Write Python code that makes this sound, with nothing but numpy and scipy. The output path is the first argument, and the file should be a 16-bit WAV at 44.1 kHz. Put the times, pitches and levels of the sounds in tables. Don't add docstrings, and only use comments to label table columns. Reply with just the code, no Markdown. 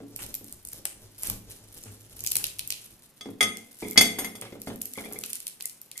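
import sys
import numpy as np
from scipy import signal
from scipy.fft import rfft, irfft
from scipy.io import wavfile
from scipy.ndimage import uniform_filter1d

SR = 44100
rng = np.random.default_rng(int(sys.argv[2]) if len(sys.argv) > 2 else 0)


def materialize(psi):
    bounded = np.clip(np.atleast_2d(psi).T, -1, 1)
    quanta = np.round(bounded * 32767).astype(np.int16)
    wavfile.write(sys.argv[1], SR, quanta)


N = 264600
TIME = np.arange(N) / SR

# frequency in Hz, level in dB.
QUIET = [(25, -5), (60, -12.5), (130, 3), (250, 0), (500, -5.5), (1200, -11.5), (4000, -15.5),
         (9000, -21.5), (14000, -18.5), (15500, -47)]
# frequency in Hz, time to fall by 60 dB in seconds.
ROOM = [(100, 0.61), (300, 0.84), (1000, 0.39), (2500, 0.46), (5000, 0.33), (9000, 0.4), (14000, 0.34)]

# start in seconds, level in dB, pitch in Hz.
SWAYS = [(.003, -41.5, 282.5), (1.29, -40.5, 115), (1.86, -49, 100.7), (3.257, -38, 268), (3.44, -39, 222),
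         (3.99, -47, 106), (4.678, -35, 240.3)]
# start in seconds, level in dB, brightness in Hz.
KNOCKS = [(.003, -39, 400), (0.41, -44.5, 307), (1.286, -41.5, 70), (1.859, -48, 222), (3.257, -36.5, 485),
          (3.435, -45, 403), (3.824, -31.5, 500), (4.187, -34, 1560), (4.244, -39.5, 1520),
          (4.351, -46.5, 1020), (4.421, -37, 1529), (4.524, -38.5, 580), (4.671, -32, 870),
          (4.976, -35.5, 1160), (5.053, -40.5, 680), (5.112, -42, 890), (5.157, -44.5, 666)]
# frequency in Hz, level in dB, 60 dB decay in seconds.
TABLE_MODES = [(109.7, -10.5, 0.44), (138, -18, 0.075), (186.3, -2.5, 0.35), (217.2, -1.5, 0.33),
               (255, 4.5, 0.056), (266.9, 1, 0.22), (352.4, -7, 0.33), (424, 2, 0.27), (478.6, 2, 0.16),
               (563, -5.5, 0.24), (701, -3, 0.26), (774.4, 7, 0.11)]
# frequency in Hz, level in dB.
THUD = [(30, -16), (70, -21.5), (105, -6.5), (155, -15), (240, 0.5), (450, -10), (900, -10.5), (1500, -10),
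        (4000, 0.5)]

# hardest bite in seconds, half length in seconds, crumbling in dB,
# push on the filling in dB.
STROKES = [(0.233, 0.063, -41.5, -51.5), (0.473, 0.053, -50.5, -89), (0.74, 0.038, -45.5, -51.5),
           (1.25, 0.071, -39.5, -44.5), (1.504, 0.065, -49, -62.5), (1.77, 0.21, -53, -59.5),
           (2.282, 0.27, -49.5, -57.5), (2.806, 0.19, -54.5, -87)]
# hardest pull in seconds, half length in seconds, crumbling in dB.
PULLS = [(3.886, 0.19, -47.5), (4.684, 0.036, -53.5), (5.007, 0.13, -47), (5.308, 0.12, -44),
         (5.474, 0.016, -60), (5.99, 0.03, -42)]
# frequency in Hz, level in dB.
FILLING = [(25, -4.5), (50, 5.5), (75, -8), (108, 3), (150, -2), (230, -3.5), (450, -7), (800, -14.5),
           (2000, -25.5), (6000, -15), (13000, -28.5), (15000, -67)]

# start in seconds, level in dB, brightness in Hz, place from 0 (blade tip) to
# 1 (handle end), contact time in seconds, lift of the plate's main note in dB, lift of its high modes in dB.
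CLINKS = [(3.2096, -41, 5500, .35, 0.00018, -18, -4), (3.4072, -17, 8400, 0.092, 0.00084, -2.5, 2),
          (3.427, -21, 8000, 0.086, 0.00057, -2.5, 6.5), (3.959, -24.5, 2435, 0.31, 0.014, 8, 2),
          (3.9756, -10, 8000, 0.95, 0.00037, -10.5, -8.5), (4.009, -14.5, 17300, 0.62, 0.0012, 0, 7),
          (4.185, -23.5, 20000, 0.58, 0.0084, -6, 18), (4.2454, -33, 11000, 0.65, 0.00029, 3.5, 17),
          (4.256, -44, 15000, 0.45, 0.00077, 1, 7), (4.3531, -43.5, 20000, 0.54, 0.00065, -7.5, 7),
          (4.674, -42.5, 11000, 0.82, 0.0063, -3, 16)]
# start in seconds, level in dB, pitch of the blade in Hz.
RATTLES = [(3.827, -47.5, 2330), (3.847, -47, 2160), (3.873, -54, 2270), (3.917, -53, 2180),
           (4.4224, -56, 2060), (4.4635, -58, 2200), (4.954, -52.5, 2140), (4.983, -44.5, 2212),
           (5.04, -50, 2105), (5.0555, -50.5, 2354), (5.16, -50.5, 2236), (5.641, -56.5, 2060),
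           (5.956, -57, 2060), (5.986, -57, 2140)]
# ratio to its pitch, level in dB.
BLADE = [(.93, -6), (1, 0), (1.07, -9), (1.551, -14)]
# frequency in Hz, 60 dB decay in seconds, level in dB struck by the
# blade tip, level in dB struck by the handle end.
RING = [(684, .4, -21, -14), (1255, .33, -12, -23), (2040, .12, -3, -11), (2078, .15, 0, -2),
        (2132, .2, -7, -1), (2600, .14, -25, -14), (3305, .16, -4, -6), (3365, .15, -1, -4),
        (3437, .29, -3, 1), (3640, .08, -12, -16), (3780, .08, -14, -12), (3890, .16, -22, -11),
        (4586, .13, -15, 3), (4912, .2, -18, -13), (5425, .18, -15, -4), (6174, .25, -14, -8),
        (6422, .15, -19, -5), (6714, .17, -17, -7), (7323, .24, -21, -10), (7967, .2, -23, -11),
        (8455, .18, -17, -13), (8606, .2, -13, -9), (8690, .2, -18, -13), (9028, .2, -21, -6),
        (9630, .2, -9, -8), (9690, .15, -19, -13), (10480, .2, -24, -14), (10580, .15, -24, -14),
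        (11128, .16, -21, -5), (11283, .19, -22, -8), (11470, .17, -21, -12), (11714, .14, -16, -11),
        (11810, .12, -21, -8), (12273, .2, -20, -11), (12472, .14, -17, -4), (13440, .13, -17, -10),
        (13560, .12, -15, -9), (13845, .14, -20, -6), (13990, .1, -27, -11)]
# frequency in Hz, level in dB.
RADIATION = [(700, 3.5), (2100, 10.5), (3400, 1), (4600, 6.5), (7000, 7), (9500, 8.5), (13500, 5)]
# frequency in Hz, level in dB.
CLACK = [(50, -41.5), (200, -15), (700, -27.5), (1600, -3.5), (2150, 1.5), (2850, -5.5), (3400, 4.5),
         (4000, -31), (4700, -4.5), (9000, -26.5), (13800, -29.5), (15000, -39)]

# start in seconds, level in dB, length in seconds.
RASPS = [(0.19, -36.5, 0.034), (0.853, -30.5, 0.0065), (1.231, -42.5, 0.057), (1.3006, -24, 0.0021),
         (1.856, -52, 0.048), (2.364, -31.5, 0.0052), (2.394, -45.5, 0.032), (5.234, -37.5, 0.011),
         (5.464, -56, 0.0094), (5.602, -49, 0.0095)]
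# frequency in Hz, level in dB.
RASP = [(100, -21), (400, 3), (1200, 4), (2800, 3), (4500, -9.5), (9000, 2.5), (15000, -29)]
# frequency in Hz, level in dB.
CRUMBS = [(300, -34.5), (1500, -1.5), (3000, 0.5), (4500, 0.5), (7000, 1), (9500, 5), (14000, 6),
          (15200, -44)]
# start in seconds, level in dB, deep part over bright part in dB,
# pitch of the flake in Hz.
SNAPS = [(.162, -24, -15.5, 11800), (.1834, -40.5, -24, 10900), (.2638, -32.5, -11, 8300),
         (0.342, -22.5, -10.5, 12800), (0.3512, -21, -23, 12400), (.444, -35, -31, 9550),
         (0.5255, -28.5, -31, 9200), (.651, -29, -30, 8900), (0.6728, -32, -17, 9000),
         (0.687, -30, -20, 8810), (0.732, -29, -23, 13700), (0.8538, -17, -12.5, 9000),
         (1.224, -30, -28, 12700), (1.2333, -19, -27, 10400), (1.2722, -22.5, -16, 10100),
         (1.2988, -16, -13, 12500), (1.7778, -39.5, -22, 5520), (1.8374, -33.5, -16, 6000),
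         (2.1925, -34, -8, 6360), (2.206, -27, -16, 6500), (2.2389, -24.5, -19, 12700),
         (2.247, -29, -6, 11600), (2.264, -18.5, -6.5, 6300), (2.2723, -16.5, -14, 5940),
         (2.3045, -29, -21, 10900), (2.3179, -14, -10.5, 11800), (2.355, -13.5, -9, 10700),
         (2.367, -11.5, -13, 10200), (2.441, -16.5, -2.5, 10300), (2.467, -23, -19, 6200),
         (2.5864, -32.5, -11, 9900), (2.593, -20.5, -3.5, 9900), (2.6754, -23.5, -34, 13500),
         (2.7042, -18, -5.5, 4900), (2.7232, -24.5, 1.5, 9650), (3.571, -29.5, -9, 5900),
         (3.9104, -22.5, -27, 13000), (3.932, -32, -14, 13100), (4.413, -26, -14, 9300),
         (4.6175, -28, -12.5, 12200), (4.759, -34, -27, 13200), (4.8155, -29.5, -25, 12300),
         (4.8174, -20, -24, 11300), (4.8556, -23, -17, 13200), (4.9362, -27.5, -13, 10000),
         (5.1248, -28, -29, 13300), (5.1334, -28, -19, 11200), (5.1885, -24.5, -26, 9700),
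         (5.212, -33.5, -25, 12000), (5.2375, -25.5, -1, 4530), (5.261, -27.5, -14, 11000),
         (5.3315, -20.5, -10.5, 9100), (5.355, -25, -12, 9300), (5.403, -29.5, -9, 9470),
         (5.4686, -22.5, -7, 9000), (5.479, -25.5, -30, 10500), (5.608, -30, -1, 4840),
         (5.6239, -25.5, -28, 10950), (5.656, -18.5, -21, 9100), (5.6968, -34.5, -4.5, 4700),
         (5.816, -31.5, -17, 12700), (5.915, -32, -4.5, 9300), (5.9777, -26, -10.5, 7360)]
# frequency in Hz, level in dB per Hz.
FLAKE_LOW = [(100, -26.5), (600, -14.5), (1600, -15.5), (2500, 5.5), (3100, 7), (3600, 6.5), (4300, 10),
             (6000, -0.5), (12000, -69)]
# frequency in Hz, level in dB per Hz.
FLAKE_HIGH = [(1500, -32), (4000, -9.5), (5500, -9), (7000, -2.5), (10500, -1), (13000, 3.5), (14800, -5),
              (16000, -27)]

EDGE_HZ = 15900
REBOUND_S, REBOUND_DB = 0.03, -4.5
TIP_THUD_DB, HANDLE_THUD_DB, THUD_HZ = -11.5, -11, 1260
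RISE_SHARE = 0.78
REST_CRUMBLE_DB, REST_PUSH_DB = -61, -60
FILLING_LAG_S = 0.029
SAWING_ENDS_S = 2.95
MAIN_NOTE_HZ, MAIN_NOTE_WIDTH_HZ = 2080, 500
HIGH_MODES_HZ = 6500
PORT_TURN = .6
KNOCK_RING_DB, KNOCK_RING_HZ = -20, 5500
CLACK_DECAY_S = .011
CLUMP_DB, CLUMP_HZ = 5, 22
CLUSTER_DB, CLUSTER_S = -23, 0.0032
AFTERMATH_S = 0.0037
BREAK_DOUBLES_DB = 20


def amp(db):
    return 10 ** (np.asarray(db) / 20)


def unit(x):
    return x / np.sqrt(np.mean(x ** 2) + 1e-20)


def burst(x, seconds):
    return x * np.sqrt(seconds * SR / (np.sum(x ** 2, -1, keepdims=True) + 1e-20))


def read(points, hz):
    f, value = np.transpose(points)
    return np.interp(np.log(hz + 1), np.log(f + 1), value)


def add(mix, s, sound):
    part = mix[:, max(round(s * SR), 0):][:, :sound.shape[-1]]
    part += sound[..., :part.shape[1]]


def convolve(x, response):
    return signal.fftconvolve(np.atleast_2d(x), np.atleast_2d(response), axes=1)[:, :x.shape[-1]]


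def colour(x, points, size=4096):
    log_gain = np.log(amp(read(points, abs(np.fft.fftfreq(size, 1 / SR)))))
    taps = np.fft.ifft(np.exp(np.conj(signal.hilbert(log_gain)))).real[:size // 2]
    return convolve(x, taps / np.linalg.norm(taps))


def soften(hz, corner_hz):
    return 1 / np.sqrt(1 + (hz / corner_hz) ** 4)


def lowpass(x, corner_hz):
    count = x.shape[-1]
    return irfft(rfft(x) * soften(np.fft.rfftfreq(count, 1 / SR), corner_hz), count)


def resonance(x, hz, q):
    return signal.lfilter(*signal.iirpeak(hz, q, SR), x)


def pair(count, alike):
    a, b = rng.standard_normal((2, count))
    alike = np.clip(alike, 0, 1)
    return np.array([a, alike * a + np.sqrt(1 - alike ** 2) * b])


def pan(db):
    return amp([[db / 2], [-db / 2]])


def tones(hz, size, t, port_turn):
    lead = port_turn * rng.choice([-1, 1], hz.shape) * np.array([1, -1])[:, None, None]
    phase = rng.uniform(0, 2 * np.pi, hz.shape)
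    return (size * np.sin(2 * np.pi * hz * t + phase + lead)).sum(1)


def fracture(t, rise, flat=0.86):
    spectrum = rfft(pair(len(t), 0.29) * t / rise * np.exp(1 - t / rise))
    flattened = spectrum / (abs(spectrum) + 1e-9) ** min(flat, 1)
    return burst(irfft(flattened, len(t)), 1 / 1000)


def swell(s, length):
    return np.exp(-((TIME - s) / (length * np.where(TIME < s, RISE_SHARE, 1))) ** 2)


def quiet_room():
    return unit(colour(pair(N, 0.75), QUIET))


def room(x, gap=0.00081, top_hz=14000):
    hz, t, z = signal.stft(rng.standard_normal((2, SR * 2 // 3)), SR, nperseg=256)
    same = soften(hz, 290)[:, None]
    z[1] = same * z[0] + np.sqrt(1 - same ** 2) * z[1]
    top = np.clip((top_hz - hz) / 700 + 1, 0, 1)[:, None]
    decay = amp(-60 * t / read(ROOM, hz)[:, None])
    tail = signal.istft(z * top * decay, SR, nperseg=256)[1]
    age = np.arange(tail.shape[1]) / SR
    bunches = unit(uniform_filter1d(rng.standard_normal(len(age)), 60))
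    bunching_db = 5 * np.exp(-age / .08) * bunches
    tail *= np.clip(age / gap - 1 / 2, 0, 1) * amp(bunching_db)
    return convolve(x, tail / np.linalg.norm(tail[0]))


def boom(x, hz=103, width_hz=12, db=0.0):
    return x + amp(db) * resonance(x, hz, hz / width_hz)


def sways(build=0.014, sag=0.018):
    out = np.zeros((2, N))
    t = np.arange(SR // 3) / SR
    for s, db, hz in SWAYS:
        turns = np.cumsum(hz * (1 + sag * np.exp(-t / build))) / SR + rng.random()
        envelope = t / build * np.exp(1 - t / build)
        add(out, s, amp(db) * envelope * np.sin(2 * np.pi * turns))
    return out


def knock(bright_hz, mode_db=-3.5, thud_db=-3.0, thud_decay=0.012):
    t = np.arange(SR // 2) / SR
    hz, db, t60 = np.transpose(TABLE_MODES)[:, :, None]
    detune = 1 + 0.0095 * rng.standard_normal(hz.shape)
    size = amp(db - 60 * t / t60) * soften(hz, bright_hz) * rng.choice([-1, 1], hz.shape)
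    modes = (size * np.sin(2 * np.pi * hz * detune * t)).sum(0)
    thud = lowpass(colour(pair(len(t), 1.0), THUD), bright_hz) * np.exp(-t / thud_decay)
    return amp(mode_db) * burst(modes, 0.0093) + amp(thud_db) * burst(thud, 0.012)


def knocks(rebound_duller=0.96):
    out = np.zeros((2, N))
    for s, db, bright_hz in KNOCKS:
        add(out, s, amp(db) * knock(bright_hz))
        add(out, s + REBOUND_S, amp(db + REBOUND_DB) * knock(rebound_duller * bright_hz))
    for s, db, _, place, *_ in CLINKS:
        thud_db = TIP_THUD_DB + place * (HANDLE_THUD_DB - TIP_THUD_DB)
        add(out, s, amp(db + thud_db) * knock(THUD_HZ))
    return out


def filling(db=-2, lump_db=4.5, lump_hz=14):
    cutting = np.clip((SAWING_ENDS_S - TIME) / 0.013, 0, 1)
    strokes = sum(amp(push_db) * swell(s + FILLING_LAG_S, length) for s, length, _, push_db in STROKES)
    push = amp(REST_PUSH_DB) * cutting + strokes
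    lumps = unit(lowpass(rng.standard_normal(N), lump_hz))
    slips = unit(amp(lump_db * np.clip(lumps, -2, 2)) * colour(pair(N, 1.0), FILLING))
    return amp(db) * push * slips


def plate_ring(place, bright_hz, note_db, high_db, t, damp=0.025, lasting=0.32, shift=0.0012):
    hz, t60, tip_db, handle_db = np.transpose(RING)[:, :, None]
    place_db = tip_db + place * (handle_db - tip_db)
    main_note_db = note_db * np.exp(-((hz - MAIN_NOTE_HZ) / MAIN_NOTE_WIDTH_HZ) ** 2)
    high_modes_db = high_db * (1 - soften(hz, HIGH_MODES_HZ))
    db = place_db + main_note_db + high_modes_db + read(RADIATION, hz)
    size = amp(db - 60 * t / t60) * soften(hz, bright_hz)
    hz = hz * (1 + shift * rng.standard_normal(hz.shape))
    return tones(hz, size, t, PORT_TURN) * (lasting + np.exp(-t / damp))


def clink(bright_hz, place, contact, note_db, high_db, ring_db=-1, clack_db=-5, tick_db=-4, tick_rise=.0003):
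    t = np.arange(SR // 2) / SR
    hz = np.fft.rfftfreq(len(t), 1 / SR)
    fade = np.exp(-t / CLACK_DECAY_S)
    clack_spectrum = rfft(pair(len(t), 0.2)) * amp(read(CLACK, hz)) * soften(hz, bright_hz)
    clack = burst(irfft(clack_spectrum, len(t)) * fade, 0.0066)
    ring = burst(plate_ring(place, bright_hz, note_db, high_db, t), 0.031)
    tick = fracture(t, tick_rise) * fade
    blow = amp(ring_db) * ring + amp(clack_db) * clack + amp(tick_db) * tick
    return blow * (1 - np.exp(-t / contact))


def rattle(pitch_hz, t60=0.079, contact=0.0007, plate_db=-6, plate_hz=5500):
    t = np.arange(SR // 6) / SR
    ratio, db = np.transpose(BLADE)[:, :, None]
    blade = burst(tones(pitch_hz * ratio, amp(db - 60 * t / t60), t, 0.76), 0.048)
    plate = burst(plate_ring(0.28, plate_hz, -3.0, 0, t), 0.076)
    return (blade + amp(plate_db) * plate) * (1 - np.exp(-t / contact))


def clinks():
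    out = np.zeros((2, N))
    for s, db, *blow in CLINKS:
        add(out, s, amp(db) * clink(*blow))
    for s, db, pitch_hz in RATTLES:
        add(out, s, amp(db) * rattle(pitch_hz))
    t = np.arange(SR // 3) / SR
    for s, db, _ in KNOCKS:
        if s > CLINKS[0][0]:
            ring = burst(plate_ring(.5, KNOCK_RING_HZ, -1.5, 0, t), 0.04)
            add(out, s, amp(db + KNOCK_RING_DB) * ring)
    return out


def clumps():
    drift = unit(lowpass(rng.standard_normal(N), CLUMP_HZ))
    return unit(amp(CLUMP_DB * np.clip(drift, -2, 1.2)))


def grains(per_second, spread_db, rise, pitch_db=7):
    size = amp(spread_db * np.minimum(rng.exponential(1, N), 4)) * rng.choice([-1, 1], N)
    clicks = size * (rng.random(N) < per_second / SR)
    kind = rng.integers(0, 10, N)
    age = np.maximum(np.arange(SR // 200) - SR // 1000, 0) / SR
    out = 0
    for k, hz in enumerate(np.linspace(3000, 13000, 10)):
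        crack = fracture(age, rise)
        pitched = crack + amp(pitch_db) * resonance(crack, hz, q=5)
        out = out + convolve(clicks * (kind == k), pitched)
    return unit(out)


def crumbling(crumb_db=-3, rasp_db=0):
    drag = np.zeros(N)
    for s, db, length in RASPS:
        age = np.maximum(TIME - s, 0)
        drag += amp(db) * (1 - np.exp(-age / 0.00046)) * np.exp(-(age / length) ** 2)
    moves = sum(amp(db) * swell(s, length) for s, length, db, *_ in STROKES + PULLS)
    effort = amp(REST_CRUMBLE_DB) + moves
    strain = np.zeros((1, N))
    t = np.arange(-SR // 50, SR // 10) / SR
    for s, db, *_ in SNAPS:
        add(strain, s + t[0], amp(db) * np.exp(np.minimum(t / CLUSTER_S, -t / AFTERMATH_S)))
    crumbs = effort * clumps() * colour(grains(per_second=700, spread_db=2.5, rise=0.00023), CRUMBS)
    cluster = strain * colour(grains(per_second=180, spread_db=5.5, rise=0.00018), CRUMBS)
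    rasp = drag * np.sqrt(clumps()) * colour(grains(per_second=1600, spread_db=3.0, rise=0.000547), RASP)
    return amp(crumb_db) * crumbs + amp(CLUSTER_DB) * cluster + amp(rasp_db) * rasp


def snaps(bright_db=0, deep_db=0, pitch_db=4, pitch_width_hz=1500, rise=0.00035, quiver=0.0063,
          quiver_db=-10, strain=0.00053, scatter_db=2.0):
    out = np.zeros((2, N))
    t = np.arange(SR // 40) / SR
    lead = 2 / 1000
    age = np.maximum(t - lead, 0)
    usual_db = np.mean([row[1] for row in SNAPS])
    for s, db, thick_db, hz in SNAPS:
        slow = 2 ** ((db - usual_db) / BREAK_DOUBLES_DB)
        creak_and_quiver = np.exp(np.minimum((t - lead) / strain, -age / quiver))
        splinters = burst(pair(len(t), .4) * creak_and_quiver, 1 / 1000)
        crack = fracture(age, rise * slow) + amp(quiver_db) * splinters
        bright = colour(crack, FLAKE_HIGH)
        bright = bright + amp(pitch_db) * resonance(bright, hz, hz / pitch_width_hz)
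        side = pan(scatter_db * rng.standard_normal())
        deep = burst(colour(crack, FLAKE_LOW), 1 / 1000)
        flake = amp(bright_db) * side * burst(bright, 1 / 1000) + amp(deep_db + thick_db) * deep
        add(out, s - lead, amp(db) * flake)
    return out


def scene(crust_room_db=-6, clink_room_db=-9, table_room_db=-6, quiet_db=-63.0):
    crust = snaps() + crumbling()
    plate = pan(0.84) * clinks()
    table = boom(knocks() + sways() + filling())
    near = crust + table
    near[1] = np.pad(near[1], (5, 0))[:N]
    spread = lowpass(crust, 11000)
    radiated = amp(crust_room_db) * spread + amp(clink_room_db) * plate + amp(table_room_db) * table
    return near + plate + room(radiated) + amp(quiet_db) * quiet_room()


def record(dry):
    band_limit = signal.firwin(255, EDGE_HZ, window=("kaiser", 8), fs=SR)
    return signal.oaconvolve(np.clip(dry, -1, 1), band_limit[None], "same")


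dry = scene()
out = record(dry)
materialize(out)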